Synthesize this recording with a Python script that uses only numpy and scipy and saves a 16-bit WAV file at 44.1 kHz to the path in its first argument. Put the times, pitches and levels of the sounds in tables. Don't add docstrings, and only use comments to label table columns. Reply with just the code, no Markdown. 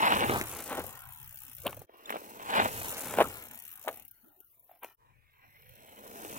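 import sys
import numpy as np
from scipy import signal
from scipy.io import wavfile
from scipy.ndimage import uniform_filter1d

SR = 44100
rng = np.random.default_rng(int(sys.argv[2]) if len(sys.argv) > 2 else 0)


def digitize_waveform(pressure):
    field = np.atleast_2d(pressure).T
    bounded = np.clip(field, -1, 1)
    quanta = np.round(bounded * 32767).astype(np.int16)
    wavfile.write(sys.argv[1], SR, quanta)


def convert_level_to_amplitude(level_db):
    exponent = np.asarray(level_db, float) / 20
    return 10 ** exponent


N = 281648

# time of silence in seconds, fade out in seconds, fade in in seconds.
JOINS = [
    (1.864, 0.051, 0.064),
    (4.964, 0.032, 0.036),
]
# time in seconds, lag of the left microphone in ms.
LEFT_LAG_MS = [(0, 0.36), (.25, 0.37), (.4, 0.18), (.55, 0.026), (.8, -0.13), (1.5, -0.13), (1.86, 0.094),
               (1.88, 0.4), (2.65, 0.37), (2.85, 0.25), (3.05, 0.025), (3.35, -0.19), (4.96, 0.03),
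               (4.98, 0.45), (6.15, 0.36), (6.39, 0.35)]
# centre in Hz, width in Hz, depth in dB.
FAR_DIPS = [(4600, 300, -11), (6900, 400, -10), (9300, 1300, -7)]

# peak in seconds, level in dB, left over right in dB.
GUSTS = [(.12, -46.5, -4), (.31, -37, -1), (.6, -61, -7), (.83, -50, 8), (.96, -63, 12), (1.07, -54, 11),
         (1.25, -56, -1), (1.55, -60, -10), (1.68, -52.5, 6), (1.8, -49.5, -13), (2.17, -68, 1),
         (2.64, -48, 2), (2.78, -48, -1), (2.9, -60, 4), (3.21, -46.5, -1), (3.52, -64, 14),
         (3.77, -70, -8), (3.94, -64.5, 10.5), (5.161, -62, 13.5), (5.45, -71, 7), (5.691, -55, -11.5),
         (6.1, -66, 0), (6.35, -53, -9)]
GUST_DB_PER_S, CALM_DB = 76, -85
# frequency in Hz, gain in dB.
RUMBLE_SPECTRUM = [(25, -42.5), (55, -9.5), (80, 0.5), (130, -0.5), (180, -15), (220, -18.5), (290, -44.5),
                   (480, -120)]
# frequency in Hz, gain in dB.
AIR_SPECTRUM = [(10, -14), (25, -3), (45, -3), (70, -20), (120, -60.5)]
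AIR_DB, AIR_EXPONENT = -27, 0.68

# time in seconds, level in dB.
GRASS_DB = [(0.0, -41), (0.41, -40.5), (0.44, -49.5), (0.75, -45.5), (1.08, -61.5), (1.86, -57),
            (1.88, -70.5), (2.12, -51.5), (2.42, -52), (2.58, -40.5), (3.13, -45.5), (3.75, -62.5),
            (3.87, -54.5), (4.2, -72.5), (4.81, -77.5), (4.86, -58), (4.95, -73), (4.98, -86), (5.38, -74),
            (5.46, -67), (6.39, -45.5)]
# frequency in Hz, gain in dB.
GRASS_SPECTRUM = [(2650, -31.5), (4500, -2), (5180, -5.5), (5700, -5), (14200, -4), (16300, -4)]

# start in seconds, end in seconds, first Hz, last Hz, level in dB.
WHIRRS = [(0.854, 1.283, 1160, 907, -61), (0.93, 1.075, 1400, 1432, -58.5), (1.317, 1.353, 587, 604, -69),
          (1.435, 1.526, 278, 254, -67), (1.905, 2.046, 1050, 1097, -62.5),
          (3.238, 3.26, 1370, 1240, -37.5), (3.402, 3.582, 251, 236.4, -63), (4.08, 4.21, 1450, 1433, -79),
          (4.225, 4.265, 214, 230, -64.5), (4.239, 4.339, 354, 317, -65.5), (4.22, 4.34, 1400, 1390, -75.5),
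          (4.232, 4.405, 640, 614, -78.5), (4.384, 4.48, 1400, 1420, -78), (5.148, 5.6, 1190, 1144, -83),
          (1.151, 1.35, 1330, 1285, -70), (4.362, 4.416, 356, 365, -72.5), (4.624, 4.661, 650, 644, -75.5),
          (4.715, 4.785, 718, 700, -67), (4.976, 5.15, 1003, 1004, -70.5), (4.992, 5.198, 1837, 1860, -78),
          (5.065, 5.292, 2460, 2270, -74.5), (5.261, 5.976, 2213, 2376, -72),
          (5.329, 5.445, 940, 1060, -71), (5.425, 5.52, 623, 803, -76.5), (5.413, 5.504, 240, 240, -75),
          (5.58, 5.984, 447.4, 766, -66.5)]
WHIRR_WIDTH = 0.17

# time in seconds, load in dB, lightness in dB (less carcass, more knobs).
ROLL = [(.44, -52, 0.5), (.9, -57, -3), (1.04, -74.5, 8), (1.6, -71.5, 5), (1.7, -58.5, -7),
        (1.9, -67.5, -1.5), (2.19, -57.5, -3), (2.35, -57, -2.5), (2.71, -47.5, 0), (3.26, -50.5, -0.5),
        (3.7, -71, 5.5), (3.98, -65.5, 3), (4.12, -84, 3), (4.9, -92.5, -5.5), (5.3, -81, 5.5),
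        (5.66, -75, 8.5), (6.06, -56.5, -4.5), (6.39, -50, -0.8)]
CARCASS_DB_PER_LIGHT_DB = 0.91
# full bite in seconds, rise in seconds, hold in seconds, bite in dB,
# carcass weight in dB.
SCRUBS = [(0.0, .02, 0.0053, -28.5, -6.5), (0.028, .02, 0.046, -26.5, -13.5),
          (0.098, 0.019, 0.034, -27, -8), (0.162, 0.12, 0.074, -31.5, -4.5), (0.241, 0.1, 0.12, -34.5, -2),
          (0.363, .1, 0.06, -43.5, -5), (0.578, 0.04, 0.022, -49.5, -4), (0.709, 0.057, 0.086, -40, -1),
          (0.917, .08, 0.18, -61, -29), (1.664, 0.025, 0.003, -42, 6), (2.124, 0.12, 0.041, -45.5, 0.5),
          (2.561, 0.15, 0.044, -27.5, -8), (2.604, 0.045, 0.057, -33, -4), (3.199, 0.087, 0.014, -32, 2),
          (3.872, 0.019, 0.015, -49, 5.5), (4.256, 0.068, 0.022, -86, -1),
          (4.733, 0.12, 0.038, -74.5, -27.5), (4.829, 0.01, 0.0062, -50.5, -11),
          (4.866, 0.027, 0.055, -68.5, -25), (5.013, 0.086, 0.095, -76, -37), (5.437, 0.097, .02, -65, -16),
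          (5.8, 0.07, 0.062, -68.5, 1.5)]
EDGE_DB, RELEASE_S = 24.5, 0.062
GRIT_DB, GRIT_DB_PER_WEIGHT_DB = -4.5, 0.6
# frequency in Hz, gain in dB.
THUD_SPECTRUM = [(120, -25), (200, -1), (372, -4), (454, -1.5), (680, -5.5), (880, -30), (1500, -120)]
# frequency in Hz, gain in dB.
CRUNCH_SPECTRUM = [(380, -45.5), (650, -9), (814, -1), (908, -2.5), (1550, -10.5), (2020, -37),
                   (3410, -120)]
# frequency in Hz, gain in dB.
GRIT_SPECTRUM = [(880, -40), (1500, -10.5), (1800, -7.5), (2710, -8.5), (4930, -20.5), (5500, -34.5),
                 (7150, -46.5), (12100, -120)]

# time in seconds, peak in dB, pitch in Hz.
STONES = [(0.032, -25, 2370), (0.049, -22, 1940), (0.065, -17.5, 804), (0.073, -12.5, 1070),
          (0.1, -31.5, 810), (0.111, -23, 834), (0.123, -5, 1050), (0.133, -17.5, 853), (0.15, -15, 2650),
          (0.17, -27, 2450), (0.194, -23, 3050), (0.249, -30, 2280), (0.263, -35, 802), (0.277, -28, 830),
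          (0.331, -31, 1280), (0.36, -21.5, 859), (2.537, -27.5, 837), (2.55, -24.5, 797),
          (2.562, -18, 848), (2.576, -19.5, 904), (2.582, -10.5, 875), (2.605, -24, 2270),
          (2.612, -22, 875), (2.622, -26, 845), (2.639, -42, 2574), (2.649, -33, 820)]
STONE_DB, STONE_BRIGHT_DB = -12.5, -12
# time in seconds, peak in dB, body or
# squeak pitch in Hz.
THUMPS = [(0.3122, -29.5, 300), (0.7768, -44, 666), (0.8437, -39.5, 650), (1.6517, -69.5, 382),
          (1.6717, -32.5, 830), (1.7745, -50, 570), (1.8188, -43, 590), (2.058, -47.5, 3530),
          (2.059, -42, 7030), (2.0953, -31, 1650), (2.1255, -31, 1440), (2.143, -32, 635),
          (2.1597, -32, 596), (2.218, -50, 507), (3.196, -24, 786), (3.2192, -21, 525), (3.2549, -39, 710),
          (3.849, -50, 660), (3.8768, -30, 679), (3.881, -29, 1574), (4.6962, -57, 734),
          (4.834, -41.5, 1070), (5.8839, -57, 676), (6.2617, -43, 403)]
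THUMP_BRIGHT_DB = -26
# time in seconds, peak in dB, body in Hz, bright clack in dB.
KNOCKS = [(0.2078, -43, 2620, 19.5), (0.297, -28, 320, 2), (0.406, -48, 320, 4.5), (0.4136, -35.5, 300, 13),
          (0.7823, -33, 517, -18), (0.79, -32.5, 478, -18), (1.6682, -41, 342, 16.5),
          (1.6779, -45, 464, 18.5), (1.7293, -40, 960, -2), (1.8956, -44, 544, -11),
          (2.1045, -50, 900, 21.5), (1.6645, -34, 250, -2), (2.1059, -28.5, 980, -27),
          (2.1675, -40, 554, 3), (3.1401, -30, 790, -2), (3.187, -16.5, 620, -8.5),
          (3.2045, -15.5, 700, -6.5), (3.2065, -20.5, 800, -3.5), (3.2114, -12.5, 750, -17),
          (3.2247, -34.5, 600, 7.5), (3.8887, -29.5, 945, -3.5), (4.406, -67, 368, 6),
          (4.715, -55, 715, -9.5), (4.8465, -43, 620, 6.5), (5.759, -66, 2720, 7), (6.2498, -40.5, 550, 2)]

CHAIN_S, CHAIN_PER_S = (4.13, 4.95), 450
CHAIN_DB, CHAIN_SPREAD_DB = -63, 2.5
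# first tick in seconds, last tick in seconds, mean gap in ms,
# last gap over first gap.
COAST = [(.0405, .359, 15.9, 1), (.372, .4123, 13.4, 1), (.4372, .4572, 20, 1), (.471, .5346, 10.6, .85),
         (.5489, .6952, 18.3, 1), (.7271, .8388, 22.3, 1), (.855, .9076, 13.2, 1.3),
         (.927, 1.0045, 19.4, .55), (1.019, 1.1234, 17.4, 1), (1.1345, 1.2277, 13.3, 1.1),
         (1.243, 1.3263, 16.7, 1.1), (1.3421, 1.48, 15.3, 1), (1.4966, 1.6352, 17.3, .95),
         (1.6494, 1.708, 14.6, 1), (1.7243, 1.847, 24.5, 1.35), (2.3027, 2.7143, 16, 1.4),
         (2.7294, 2.8005, 11.9, 1), (2.817, 2.9235, 11.8, .65), (2.9686, 3.1489, 12.9, 1.05),
         (3.1661, 3.3963, 14.4, .9), (3.4235, 3.485, 15.4, 1.2), (3.5338, 3.5554, 10.8, 1),
         (3.575, 3.5997, 12.3, .8), (3.622, 3.7377, 12.9, .75), (3.756, 3.813, 19, 1),
         (3.827, 3.8615, 11.5, 1), (3.895, 3.958, 15.8, 1), (3.9725, 4.111, 27.7, 1.3),
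         (5.3088, 5.6687, 12, 1), (5.7097, 5.9126, 13.5, 1), (5.929, 6.0559, 15.9, 1),
         (6.0682, 6.1534, 14.2, 1), (6.1708, 6.3729, 15.5, 1)]
TICK_JITTER_S = .0005
# time in seconds, peak in dB.
PAWL_DB = [(.037, -37.5), (.41, -38.5), (.44, -35.5), (.87, -41.5), (1.06, -42), (1.65, -39), (1.82, -44.5),
                      (2.3, -64), (2.89, -33.5), (3.48, -44), (3.56, -39), (3.62, -40.5), (3.72, -41),
           (3.82, -43), (4.11, -40.5), (5.31, -68.5), (5.45, -66), (5.65, -55.5), (5.9, -59), (6.37, -42)]
# time in seconds, peak in dB.
RATTLE = [(1.666, -29), (2.0919, -50), (2.104, -36.5), (2.2434, -49), (2.294, -46), (3.512, -40),
          (3.6512, -38), (3.6782, -38), (3.7144, -38.5), (3.727, -41), (3.756, -38.5), (0.8648, -36.5),
          (1.088, -47), (1.534, -49), (1.6, -43), (3.8806, -32), (4.166, -60), (4.2448, -54.5),
          (4.2705, -59), (4.283, -52), (4.2973, -63), (4.3912, -58), (4.403, -42), (4.4316, -66),
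          (4.3633, -61), (4.5247, -63), (4.5464, -58.5), (1.9357, -61), (1.9706, -56), (1.9791, -53),
          (2.2245, -64), (4.446, -51), (4.498, -61.5), (4.595, -49), (4.624, -62), (4.6435, -56),
          (4.692, -61), (4.714, -52), (4.751, -57), (4.772, -59), (4.8326, -38), (4.844, -40), (4.898, -54),
          (4.9466, -51.5), (5.692, -47), (5.754, -46)]
# frequency in Hz, gain in dB.
HUB_SPECTRUM = [(1180, -59), (2000, -40), (2740, -8), (4180, -16.5), (4690, -13), (6260, -8.5),
                (7080, -5.5), (10900, -3), (15100, -2), (16300, -9)]
FAR_THINS, THIN_HZ = .62, 11800

LIMIT = .75
EDGE_HZ = 15950


def evened(x):
    return x / np.sqrt(np.mean(x ** 2) + 1e-20)


def curve(rows, axis=1):
    rows = np.asarray(rows, float)
    return np.interp(np.arange(N) / SR, rows[:, 0], rows[:, axis])


def colour(x, points, size=4096):
    f, db = np.transpose(points)
    hz = abs(np.fft.fftfreq(size, 1 / SR))
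    gain_db = np.interp(np.log(hz + 1), np.log(f + 1), db, left=-70, right=-70)
    log_gain = np.log(convert_level_to_amplitude(gain_db))
    taps = np.fft.ifft(np.exp(np.conj(signal.hilbert(log_gain)))).real[:size // 2]
    return signal.oaconvolve(x, taps[None], axes=1)[:, :N]


def paired(x, same):
    same = np.clip(same, 0, 1)
    return np.array([x[0], same * x[0] + np.sqrt(1 - same ** 2) * x[1]])


def grains(per_s, spread_db, clump_db, clump_s):
    clumps = evened(uniform_filter1d(rng.standard_normal(N), max(int(clump_s * SR), 2)))
    sizes = convert_level_to_amplitude(spread_db * np.minimum(rng.exponential(1, (2, N)), 5))
    signs = rng.choice([-1., 1.], (2, N))
    hits = rng.random((2, N)) < per_s / SR
    return sizes * signs * hits * convert_level_to_amplitude(clump_db * clumps)


def far(t):
    return np.clip((-48 - np.interp(t, *np.transpose(GRASS_DB))) / 22, 0, 1)


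def patches(shape, wide, long):
    field = uniform_filter1d(rng.standard_normal(shape), wide, 0)
    return evened(uniform_filter1d(field, long, 1))


def patchy(x, near_db, far_db, wide, long):
    hz, t, z = signal.stft(x, SR, nperseg=1024, noverlap=768)
    depth_db = near_db + (far_db - near_db) * far(t)
    z = z * convert_level_to_amplitude(depth_db * patches(z.shape[1:], wide, long))
    return signal.istft(z, SR, nperseg=1024, noverlap=768)[1][:, :N]


def gusts():
    t, cuts = np.arange(N) / SR, np.transpose(JOINS)[0]
    power = convert_level_to_amplitude(CALM_DB) ** 2
    for s, db, pan_db in GUSTS:
        same_pass = np.searchsorted(cuts, t) == np.searchsorted(cuts, s)
        pan = convert_level_to_amplitude(np.minimum([[pan_db], [-pan_db]], 0))
        power = power + (convert_level_to_amplitude(db - GUST_DB_PER_S * abs(t - s)) * same_pass * pan) ** 2
    return np.sqrt(power)


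def wind():
    puffs = gusts()
    rumble = paired(colour(grains(3600, 0.9, 1.0, 0.0088), RUMBLE_SPECTRUM), 0.66)
    air = evened(colour(rng.standard_normal((2, N)), AIR_SPECTRUM, size=16384))
    return puffs * evened(rumble) + convert_level_to_amplitude(AIR_DB) * puffs ** AIR_EXPONENT * air


def grass():
    hiss = paired(colour(grains(20000, 2.2, 3.0, 0.0058), GRASS_SPECTRUM), 0.19)
    return patchy(convert_level_to_amplitude(curve(GRASS_DB) - 1.5) * evened(hiss), 1.5, 3.5, wide=8, long=30)


def whirr():
    out = np.zeros((2, N))
    for first, last, first_hz, last_hz, db in WHIRRS:
        share = np.linspace(0, 1, round((last - first) * SR))
        r = np.exp(-np.pi * WHIRR_WIDTH * first_hz / SR)
        noise = rng.standard_normal((2, 2, len(share)))
        slow = signal.lfilter([1], [1, -2 * r, r * r], noise[0] + 1j * noise[1])
        turns = np.cumsum(first_hz * (last_hz / first_hz) ** share) / SR
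        hum = paired(evened((slow * np.exp(2j * np.pi * turns)).real), 0.56)
        swell = np.sqrt(abs(np.sin(np.pi * share)))
        out[:, round(first * SR):][:, :len(share)] += convert_level_to_amplitude(db) * swell * hum
    return out


def bite():
    t, light_db = np.arange(N) / SR, curve(ROLL, axis=2)
    carcass_db = -CARCASS_DB_PER_LIGHT_DB * np.maximum(light_db, -3)
    power = convert_level_to_amplitude(curve(ROLL) + np.array([carcass_db, 0 * t, light_db])) ** 2
    for s, rise, hold, db, weight_db in SCRUBS:
        away = np.maximum(np.maximum((s - t) / rise, (t - s - hold) / RELEASE_S), 0)
        grit_db = GRIT_DB - GRIT_DB_PER_WEIGHT_DB * max(weight_db - 0.5, 0)
        layers_db = np.array([[weight_db], [0], [grit_db]])
        power = power + convert_level_to_amplitude(db + layers_db) ** 2 * convert_level_to_amplitude(-EDGE_DB * away) ** 2
    return np.sqrt(power)


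def tyres():
    snaps = grains(2100, 2.01, 1.7, 0.011)
    thud = paired(colour(snaps, THUD_SPECTRUM), 0.96)
    crunch = paired(colour(snaps, CRUNCH_SPECTRUM), 0.94)
    grit = paired(colour(snaps, GRIT_SPECTRUM), 0.78)
    dirt = sum(gain * evened(x) for gain, x in zip(bite(), [thud, crunch, grit]))
    bass = signal.sosfiltfilt(signal.butter(4, 240, fs=SR, output="sos"), dirt)
    dirt = dirt - 0.63 * far(np.arange(N) / SR) * bass
    return patchy(dirt, 1.5, 5.5, wide=3, long=24)


def knocks():
    thumps = [(*row, THUMP_BRIGHT_DB) for row in THUMPS]
    stones = [(s, db + STONE_DB, hz, STONE_BRIGHT_DB) for s, db, hz in STONES]
    out, t = np.zeros((2, N + SR)), np.arange(-100, 1500) / SR
    for s, db, hz, bright_db in [*KNOCKS, *thumps, *stones]:
        noise = rng.standard_normal((2, len(t)))
        turn, bright_hz = rng.uniform((0, 1900), (1, 3000))
        squeak = hz > 3200
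        cycles = 9 if squeak else 0.48 + (db < -44)
        swell = np.exp(-.5 * ((t - 0.0017 * squeak) * hz / cycles) ** 2)
        blow = swell * np.cos(2 * np.pi * (hz * t + turn))
        clack = np.cos(2 * np.pi * bright_hz * t) + .5 * noise[0]
        clack = np.exp(-abs(t) / 0.00035) * clack * convert_level_to_amplitude(bright_db - 1.5)
        b, a = signal.butter(2, [0.78 * hz, 2.29 * hz], "bandpass", fs=SR)
        tail = evened(paired(signal.lfilter(b, a, noise), 0.35))
        tail = 0.18 * (not squeak) * tail * convert_level_to_amplitude(-60 * abs(t) / np.where(t > 0, .04, .006))
        start = round(s * SR) - 100
        out[:, start:start + len(t)] += convert_level_to_amplitude(db + 7.5) * (blow + clack + tail)
    return signal.sosfilt(signal.butter(4, 230, "highpass", fs=SR, output="sos"), out[:, :N])


def chain():
    t = np.arange(N) / SR
    links = (rng.random(N) < CHAIN_PER_S / SR) & (t > CHAIN_S[0]) & (t < CHAIN_S[1])
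    return links * convert_level_to_amplitude(CHAIN_DB + CHAIN_SPREAD_DB * rng.standard_normal(N))


def pawls():
    spells = []
    for first, last, gap_ms, slowing in COAST:
        gaps = np.linspace(1, slowing, round(1000 * (last - first) / gap_ms))
        turns = np.cumsum([0, *gaps])
        spells.append(first + (last - first) * turns / turns[-1])
    s = np.concatenate(spells)
    return s + TICK_JITTER_S * rng.standard_normal(len(s))


def ratchet():
    ticks = pawls()
    rattle_s, rattle_db = np.transpose(RATTLE)
    tick_db = np.interp(ticks, *np.transpose(PAWL_DB)) + 0.76 * rng.standard_normal(len(ticks))
    at = (np.concatenate([ticks, rattle_s]) * SR).astype(int)
    db = np.concatenate([tick_db, rattle_db])
    crisp_db = 1.1 * rng.uniform(-1, 1, len(at))
    rings, snaps, t = np.zeros(N), np.zeros(N), np.arange(SR // 20) / SR
    rings[at] = convert_level_to_amplitude(db - 2)
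    snaps[at] = convert_level_to_amplitude(db + crisp_db + 5.0)
    rings = rings + chain()
    ring_decay = (1 - np.exp(-t / .001)) * convert_level_to_amplitude(-60 * t / .045)
    snap_decay = (1 - np.exp(-t / .0004)) * convert_level_to_amplitude(-60 * t / .011)
    power = signal.oaconvolve(rings ** 2, ring_decay ** 2)[:N]
    power += signal.oaconvolve(snaps ** 2, snap_decay ** 2)[:N]
    metal = colour(rng.standard_normal((2, N)), HUB_SPECTRUM)
    metal = evened(patchy(metal, 2.0, 2.0, wide=50, long=3))
    low = signal.sosfiltfilt(signal.butter(2, THIN_HZ, fs=SR, output="sos"), metal)
    metal = metal - FAR_THINS * far(np.arange(N) / SR) * low
    return paired(metal, 0.19) * np.sqrt(abs(power))


def scene():
    mix = wind() + grass() + whirr() + tyres() + knocks() + ratchet()
    hz, t, z = signal.stft(mix, SR, nperseg=256, noverlap=192)
    hz = hz[:, None]
    lag_ms = np.interp(t, *np.transpose(LEFT_LAG_MS))
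    treble = 1 / (1 + (5000 / (hz + 1)) ** 2)
    pan_db = (.9 - 1.7 * lag_ms) + treble * (3.5 - 11.0 * lag_ms)
    z *= convert_level_to_amplitude(-11 * far(t) * np.exp(-((hz - 8200) / 2900) ** 2))
    dips_db = sum(db * np.exp(-((hz - f) / width) ** 2) for f, width, db in FAR_DIPS)
    z *= convert_level_to_amplitude(dips_db * far(t) ** .6 * np.clip(lag_ms / .35, 0, 1))
    z[0] *= convert_level_to_amplitude(.5 * pan_db)
    z[1] *= convert_level_to_amplitude(-.5 * pan_db) * np.exp(2j * np.pi * hz * lag_ms / 1000)
    return signal.istft(z, SR, nperseg=256, noverlap=192)[1][:, :N]


def gate(x, under_db, cut_db):
    hz, t, z = signal.stft(x, SR, nperseg=1024, noverlap=768)
    power = uniform_filter1d((abs(z) ** 2).mean(0), size=8, axis=0)
    power = uniform_filter1d(power, size=6, axis=1)
    limit_db = -under_db + 4 * patches(power.shape, wide=6, long=12)
    weak = power < power[hz > 2000].mean(0) * convert_level_to_amplitude(2 * limit_db)
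    weak = weak & (hz[:, None] > 250)
    z = z * np.where(weak, convert_level_to_amplitude(-cut_db), 1)
    return signal.istft(z, SR, nperseg=1024, noverlap=768)[1][:, :N]


def low_pass(x):
    return signal.sosfilt(signal.butter(12, 17140, fs=SR, output="sos"), x)


def record(dry):
    b, a = signal.iirpeak(4700, 6.0, SR)
    dry = dry - .6 * signal.lfilter(b, a, dry)
    dry = dry + convert_level_to_amplitude(-79.5) * signal.lfilter([1, -.4], [1], rng.standard_normal(dry.shape))
    wet = gate(dry, under_db=10, cut_db=20)
    wet = LIMIT * np.tanh(wet / LIMIT)
    t = np.arange(N) / SR
    for s, fall, rise in JOINS:
        wet = wet * np.clip(np.maximum((s - t) / fall, (t - s) / rise), .02, 1)
    taps = signal.firwin(255, EDGE_HZ, window=("kaiser", 6), fs=SR)
    return low_pass(signal.oaconvolve(wet, taps[None], "same"))


dry = scene()
out = record(dry)
digitize_waveform(out)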